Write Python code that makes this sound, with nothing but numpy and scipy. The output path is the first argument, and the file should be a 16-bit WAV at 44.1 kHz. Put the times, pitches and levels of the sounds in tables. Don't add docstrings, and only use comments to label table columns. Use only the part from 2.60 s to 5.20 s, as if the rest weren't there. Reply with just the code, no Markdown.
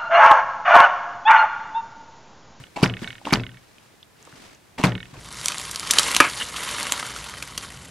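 import sys
import numpy as np
from scipy import signal
from scipy.fft import rfft, irfft, next_fast_len
from scipy.io import wavfile
from scipy.ndimage import map_coordinates

SR = 44100
rng = np.random.default_rng(int(sys.argv[2]) if len(sys.argv) > 2 else 0)


def wav_record(signal):
    frames = np.transpose(np.atleast_2d(signal))
    bounded = np.clip(frames, -1, 1)
    quanta = np.round(bounded * 32767).astype(np.int16)
    wavfile.write(sys.argv[1], SR, quanta)


def boost_factor(decibels):
    exponent = np.asarray(decibels, float) / 20
    return 10 ** exponent


N = 114660


def unit(x):
    return x / np.sqrt(np.mean(x ** 2) + 1e-20)


def along(points, hz):
    point_hz, value = np.transpose(points)
    return np.interp(np.log(hz + 1), np.log(point_hz + 1), value)


def wobble(rate):
    knots = rng.standard_normal(int(N * rate / SR) + 4)
    return map_coordinates(knots, [np.arange(N) * rate / SR])


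def rush(spectrum, alike, size=N):
    padded = next_fast_len(size)
    hz = np.fft.rfftfreq(padded, 1 / SR)
    turn = np.arccos(np.clip(along(alike, hz), -1, 1)) / 2
    colour = boost_factor(along(spectrum, hz)) * (hz > 15)
    gain = colour * [np.cos(turn), np.sin(turn)]
    white = rng.standard_normal((2, padded))
    mid, side = irfft(rfft(white) * gain, padded)[:, :size]
    return unit(np.array([mid + side, mid - side]))


def decay(t, t60):
    return boost_factor(-60 * t / t60)


def onset(t, rise_s):
    return 1 - np.exp(-t / rise_s)


def ring(hz, t60, rise_s, t, phase=0):
    return decay(t, t60) * onset(t, rise_s) * np.sin(2 * np.pi * hz * t + phase)


def dying(x, t60s):
    hz, t, bands = signal.stft(x, SR, nperseg=256)
    faded = bands * decay(t, along(t60s, hz)[:, None])
    return signal.istft(faded, SR, nperseg=256)[1][:, :x.shape[1]]


def add(out, s, x):
    at = round(s * SR)
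    part = out[..., max(at, 0):][..., :x.shape[-1] + min(at, 0)]
    part += x[..., max(-at, 0):][..., :part.shape[-1]]


# frequency in Hz, level in dB.
HUSH_SPECTRUM = [(25, -28), (113, -6.5), (250, -11.5), (600, -15), (1600, -18.5), (5000, -26), (11000, -29),
                 (15800, -36.5)]
# frequency in Hz, left-right likeness from 0 to 1.
DIFFUSE_LIKENESS = [(60, 0.95), (240, 0.2), (950, 0.3), (3770, 0.44), (15000, 0.11)]


def hush():
    return boost_factor(-55.5 + 0.13 * wobble(6.37)) * rush(HUSH_SPECTRUM, DIFFUSE_LIKENESS)


# time in seconds, level in dB.
HAND_EFFORT = [(0, -50.5), (.1, -62), (.3, -65), (.43, -47), (.6, -57.5), (1.0, -63), (1.25, -61.5),
               (1.5, -74), (1.62, -58), (1.72, -53.5), (1.85, -50.5), (1.95, -57), (2.0, -70), (2.45, -56),
               (2.54, -57.5), (2.6, -49.5)]
# frequency in Hz, level in dB.
SKIN_SPECTRUM = [(40, -34), (150, -10), (275, -2.5), (600, -8.5), (2250, -10.5), (5000, -15), (9000, -20.5),
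                 (15800, -41)]
# frequency in Hz, level in dB.
RUMBLE_SPECTRUM = [(20, -8.5), (45, -8.5), (90, -9), (200, -16), (400, -65)]


def hand():
    s, db = np.transpose(HAND_EFFORT)
    effort_db = np.interp(np.arange(N) / SR, s, db)
    rub = boost_factor(3.5 + 1.7 * wobble(150) + 0.41 * wobble(10)) * rush(SKIN_SPECTRUM, DIFFUSE_LIKENESS)
    rumble = boost_factor(-13.5 + 8.3 * wobble(15)) * rush(RUMBLE_SPECTRUM, [(30, .8), (100, 1.0)])
    return boost_factor(effort_db) * (rub + rumble)


# start in seconds, then levels in dB of the push and of modes 1, 2 and 3.
THUMPS = [
    (-.2, -8, -14.5, -40.5, -17),
    (0.2292, 3.5, -8.5, -19, -21),
    (0.4198, -18.5, -34, -39.5, -37),
    (.46, -58, -34, -66, -59),
    (0.7257, -1.5, -12, -28.5, -21),
    (2.183, -31, -54, -41.5, -31.5),
    (2.2397, 3.5, -9.5, -17, -20.5),
    (1.73, -32, -70, -60, -47.5),
    (2.529, -54, -34, -55, -46.5),
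]
# frequency in Hz, T60 in seconds, half the pair's gap in Hz, beat phase in radians.
STAND_MODES = [
    (120.3, 0.37, 4.06, -0.73),
    (184.8, 0.45, 4.45, 1.2),
    (255.3, 0.34, 5.4, 1.4),
]


def stand():
    push, sway = np.zeros(N), np.zeros(N)
    t = np.arange(SR // 2) / SR
    swing_hz, swing_rate = 9.5, 3.6
    rock = swing_hz / swing_rate * np.sin(2 * np.pi * swing_rate * t)
    for s, push_db, *levels in THUMPS:
        add(push, s, boost_factor(push_db) * ring(147.3, 0.033, 0.0024, t))
        for i, (db, (hz, t60, gap, start)) in enumerate(zip(levels, STAND_MODES)):
            beat = np.sin(2 * np.pi * gap * t + start)
            phase = rock if i == 0 else 0
            add(sway, s, boost_factor(db) * beat * ring(hz, t60, 0.00089, t, phase))
    high_pass = signal.butter(2, 70, "high", fs=SR, output="sos")
    body = signal.sosfilt(high_pass, push + sway * boost_factor(3 * wobble(40)))
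    return body * boost_factor([[1.2], [-1.2]])


# start in seconds, clatter level in dB, shudder level in dB.
BLOWS = [
    (0, -49.5, -43),
    (.227, -19, -25),
    (.724, -20.5, -21),
    (2.237, -17.5, -24.5),
    (0.419, -37.5, -31),
    (2.535, -43, -29),
]
# frequency in Hz, level in dB.
CLATTER_SPECTRUM = [(150, -13.5), (300, -8.5), (600, -10.5), (1370, -12), (3320, -21.5), (7110, -26.5),
                    (13000, -33.5), (15800, -54)]
# frequency in Hz, T60 in seconds.
CLATTER_DAMPING = [(250, 0.41), (700, 0.26), (2000, 0.21), (5000, 0.18), (12000, 0.12)]
# frequency in Hz, left-right likeness from 0 to 1.
NEAR_LIKENESS = [(100, 1), (300, 0.95), (2000, 0.93), (6000, 0.52), (12000, 0.038)]


def clatter():
    out, low = np.zeros((2, N)), np.zeros((2, N))
    t = np.arange(SR // 2) / SR
    for s, db, shudder_db in BLOWS:
        grains = dying(rush(CLATTER_SPECTRUM, NEAR_LIKENESS, size=len(t)), CLATTER_DAMPING)
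        add(out, s, boost_factor(db) * onset(t, 0.0013) * grains)
        shudder = rush(RUMBLE_SPECTRUM, [(30, 0.94), (100, 1.0)], size=len(t))
        add(low, s, boost_factor(shudder_db) * decay(t, 0.39) * onset(t, 0.15) * shudder)
    return out * boost_factor(2.2 * wobble(400)) + low


# start in seconds, peak level in dB.
BOUNCES = [(0.0371, -29.5), (0.066, -36.5), (0.2579, -10.5), (0.296, -17), (0.337, -20.5), (0.367, -20),
           (0.3906, -28.5), (0.4147, -30), (0.4424, -18.5), (0.4736, -15.5), (0.5031, -22), (0.5268, -24),
           (0.552, -25), (0.5803, -29.5), (0.7058, -16), (0.7549, -9.5), (0.796, -20.5), (0.834, -18),
           (0.8644, -20.5), (0.8904, -29.5), (0.915, -38), (0.942, -35), (0.9696, -34), (2.2687, -15),
           (2.3026, -29), (2.319, -19), (2.351, -16), (2.3774, -22.5), (2.4019, -22), (2.4273, -25),
           (2.454, -30.5),
]
# frequency in Hz, level in dB, T60 in seconds.
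PART_MODES = [(1517, -8.5, 0.023), (1843, -2, 0.015), (2047, -9.5, 0.022), (2207, -9.5, 0.052),
              (2570, -4.5, 0.017), (2918, 4.5, 0.0066), (3300, -13, 0.019), (3600, 0.5, 0.0062)]
PART_BAND = [1414, 3770]


def rattle():
    out = np.zeros(N)
    t = np.arange(SR // 10) / SR
    for s, db in BOUNCES:
        lean_db = 2.5 * rng.standard_normal(len(PART_MODES))
        bounce = boost_factor(2.5) * (t == 0)
        for (hz, mode_db, t60), lean in zip(PART_MODES, lean_db):
            bounce = bounce + boost_factor(mode_db + lean) * ring(hz * (1 + 0.0033 * lean), t60 * boost_factor(0.52 * lean), 0.00013, t)
        add(out, s + 0.0016, boost_factor(db - 7) * bounce)
    out = signal.sosfilt(signal.butter(4, PART_BAND, "band", fs=SR, output="sos"), out)
    return out * boost_factor([[-2.5], [2.5]])


# start in seconds, length in seconds, level in dB, rise in seconds.
SCRAPES = [
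    (0.158, 0.074, -35, 0.0057),
    (0.646, 0.11, -36, 0.0056),
    (2.176, 0.06, -33, 0.013),
]
# frequency in Hz, level in dB.
SPRING_SPECTRUM = [(88, -12), (150, -13.5), (303, -2), (430, -19), (901, -6.5), (1300, -16), (2740, -17),
                   (8470, -30.5), (15800, -48)]


def spring():
    t = np.arange(N) / SR
    shape = np.zeros(N)
    for s, length, db, rise in SCRAPES:
        sag = boost_factor(db - 28 * (t - s))
        shape += sag * np.clip((t - s) / rise, 0, 1) * (t < s + length)
    return shape * boost_factor(3.5 * wobble(350)) * rush(SPRING_SPECTRUM, NEAR_LIKENESS)


# start in seconds, peak level in dB, pitch in Hz, T60 in seconds.
SLIPS = [(0.162, -29.5, 2680, 0.04), (.164, -30.5, 4300, 0.017), (0.165, -40, 7300, 0.015),
         (.167, -27.5, 888, 0.036), (0.168, -41, 2710, 0.033), (.174, -22.5, 685, .025),
         (.168, -30.5, 275, 0.069), (.186, -25, 950, .035), (.205, -38, 300, .03), (0.2154, -31, 507, .02),
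         (0.2199, -31, 1050, 0.02), (0.653, -26.5, 2780, .02), (.653, -31, 3900, 0.013),
         (.655, -34, 880, 0.0098), (.660, -42, 2750, .015), (.6665, -29, 580, .025),
         (.665, -32, 278, 0.055), (.671, -22, 940, 0.027), (.6745, -40, 1040, .02),
         (.680, -25, 710, 0.0095), (.693, -35, 1120, .02), (.695, -42, 3300, .015),
         (2.182, -30, 2300, 0.011), (2.185, -39, 4450, .015), (2.1845, -29.5, 617, 0.02),
         (2.1915, -24.5, 770, 0.013), (2.1992, -21.5, 304, 0.011), (2.203, -30, 700, 0.018),
         (2.212, -32, 910, 0.021), (2.217, -38, 890, .02), (2.232, -23, 2680, 0.0078)]
# start in seconds, peak level in dB, pitch in Hz, T60 in seconds.
CONTACTS = [(0.226, -29, 5300, .012), (0.2278, -24, 2520, 0.012), (0.2304, -22, 3000, .01),
            (0.2308, -16, 373, 0.048), (0.2297, -13, 251, 0.067), (0.2329, -15, 4560, 0.021),
            (.2337, -20.5, 9930, 0.0059), (0.2338, -15.5, 2517, 0.019), (.238, -12.5, 2370, 0.012),
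            (0.2396, -14, 1476, 0.032), (0.2415, -16, 5140, 0.0066), (.248, -22, 5100, 0.0063),
            (.2435, -22, 986, 0.04), (.2615, -21, 2330, 0.009), (.276, -29, 5000, 0.0068),
            (.4175, -40, 6000, 0.0057), (0.432, -34, 1700, 0.023), (0.4249, -25.5, 235, .05),
            (0.43, -33.5, 3300, .015), (.434, -40, 4800, .015), (0.7234, -23.5, 1200, 0.011),
            (0.726, -14, 2294, 0.019), (0.7265, -19, 390, 0.044), (.7262, -17, 244, 0.073),
            (.745, -22, 196, 0.14), (0.7305, -4.5, 1040, 0.0074), (0.7298, -21.5, 10150, 0.016),
            (.7305, -19, 5900, 0.0088), (.732, -7.5, 2250, 0.0078), (0.7337, -10.5, 4360, 0.0069),
            (0.7356, -10, 1277, 0.02), (.7372, -6.5, 4550, 0.0055), (0.736, -13.5, 2390, 0.015),
            (0.7382, -17.5, 6050, 0.0057), (0.7427, -20, 4750, 0.0098), (.77, -45, 5370, 0.007),
            (2.2365, -23, 5730, .011), (2.2365, -25, 9600, 0.0085), (2.2383, -9, 2340, 0.026),
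            (2.2379, -13.5, 1030, 0.033), (2.241, -20, 620, 0.046), (2.2395, -18.5, 2680, 0.018),
            (2.2399, -21, 294, 0.056), (2.2438, -20.5, 4680, .015), (2.244, -21, 2560, 0.0087),
            (2.2478, -10.5, 1780, .012), (2.2505, -21, 1220, 0.016), (2.253, -18.5, 4320, .008),
            (2.252, -21, 2660, 0.019), (2.274, -40, 4540, 0.013), (2.293, -35, 4800, .008)]
# start in seconds, peak level in dB, pitch in Hz, T60 in seconds.
TICKS = [(.615, -41.5, 820, 0.033), (1.1832, -42.5, 3070, 0.013), (1.34, -49, 400, 0.031),
         (1.428, -44, 5100, 0.013), (1.429, -37, 3440, 0.017), (1.6274, -36, 6640, 0.002),
         (.805, -38, 4970, 0.0076), (1.652, -36.5, 7700, 0.0038), (1.6735, -41.5, 1110, 0.034),
         (1.675, -42.5, 500, .03), (1.726, -41, 1510, 0.013), (1.756, -46, 4730, 0.017),
         (1.8984, -42, 2370, 0.0073), (1.948, -46, 6600, 0.017), (2.568, -39, 2520, 0.016),
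         (2.542, -42.5, 900, .015), (2.575, -39.5, 347, .02)]


def contacts():
    out = np.zeros((2, N))
    t = np.arange(SR // 10) / SR
    ports = np.array([[1], [-1]])
    for s, db, hz, t60 in CONTACTS + SLIPS + TICKS:
        rise_s = 0.024 * t60
        near = np.zeros((2, len(t)))
        for detune, phase, skew in rng.standard_normal((4, 3)):
            mode_hz = hz * np.exp(0.14 * np.clip(detune, -1.5, 1.5))
            near += ring(mode_hz, t60, rise_s, t, phase + 0.52 * skew * ports)
        noise = rush([(200, -12), (hz, 0), (15500, -46)], NEAR_LIKENESS, size=len(t))
        crack = onset(t, 0.00023) * decay(t, 0.0023) * noise
        add(out, s, boost_factor(db) * (ring(hz, t60, rise_s, t) + 0.54 * near + 0.79 * crack))
    return out


# frequency in Hz, T60 in seconds.
SHOP_DAMPING = [(200, 0.44), (2000, 0.32), (10000, 0.24)]


def shop(x):
    tail = dying(rng.standard_normal((2, SR // 2)), SHOP_DAMPING)
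    answer = signal.fftconvolve(x, tail / np.linalg.norm(tail[0]), axes=1)[:, :N]
    return boost_factor(-24.5) * answer


def scene():
    near = stand() + clatter() + rattle() + spring() + contacts()
    return hush() + hand() + near + shop(near)


def top_cut(x):
    return signal.sosfilt(signal.butter(12, 15920, fs=SR, output="sos"), x)


def record(dry):
    x = dry / (1 + np.abs(dry / 1.05) ** 6) ** (1 / 6)
    x = irfft(rfft(x) * (np.fft.rfftfreq(N, 1 / SR) < 15850), N)
    return top_cut(x)


dry = scene()
out = record(dry)
wav_record(out)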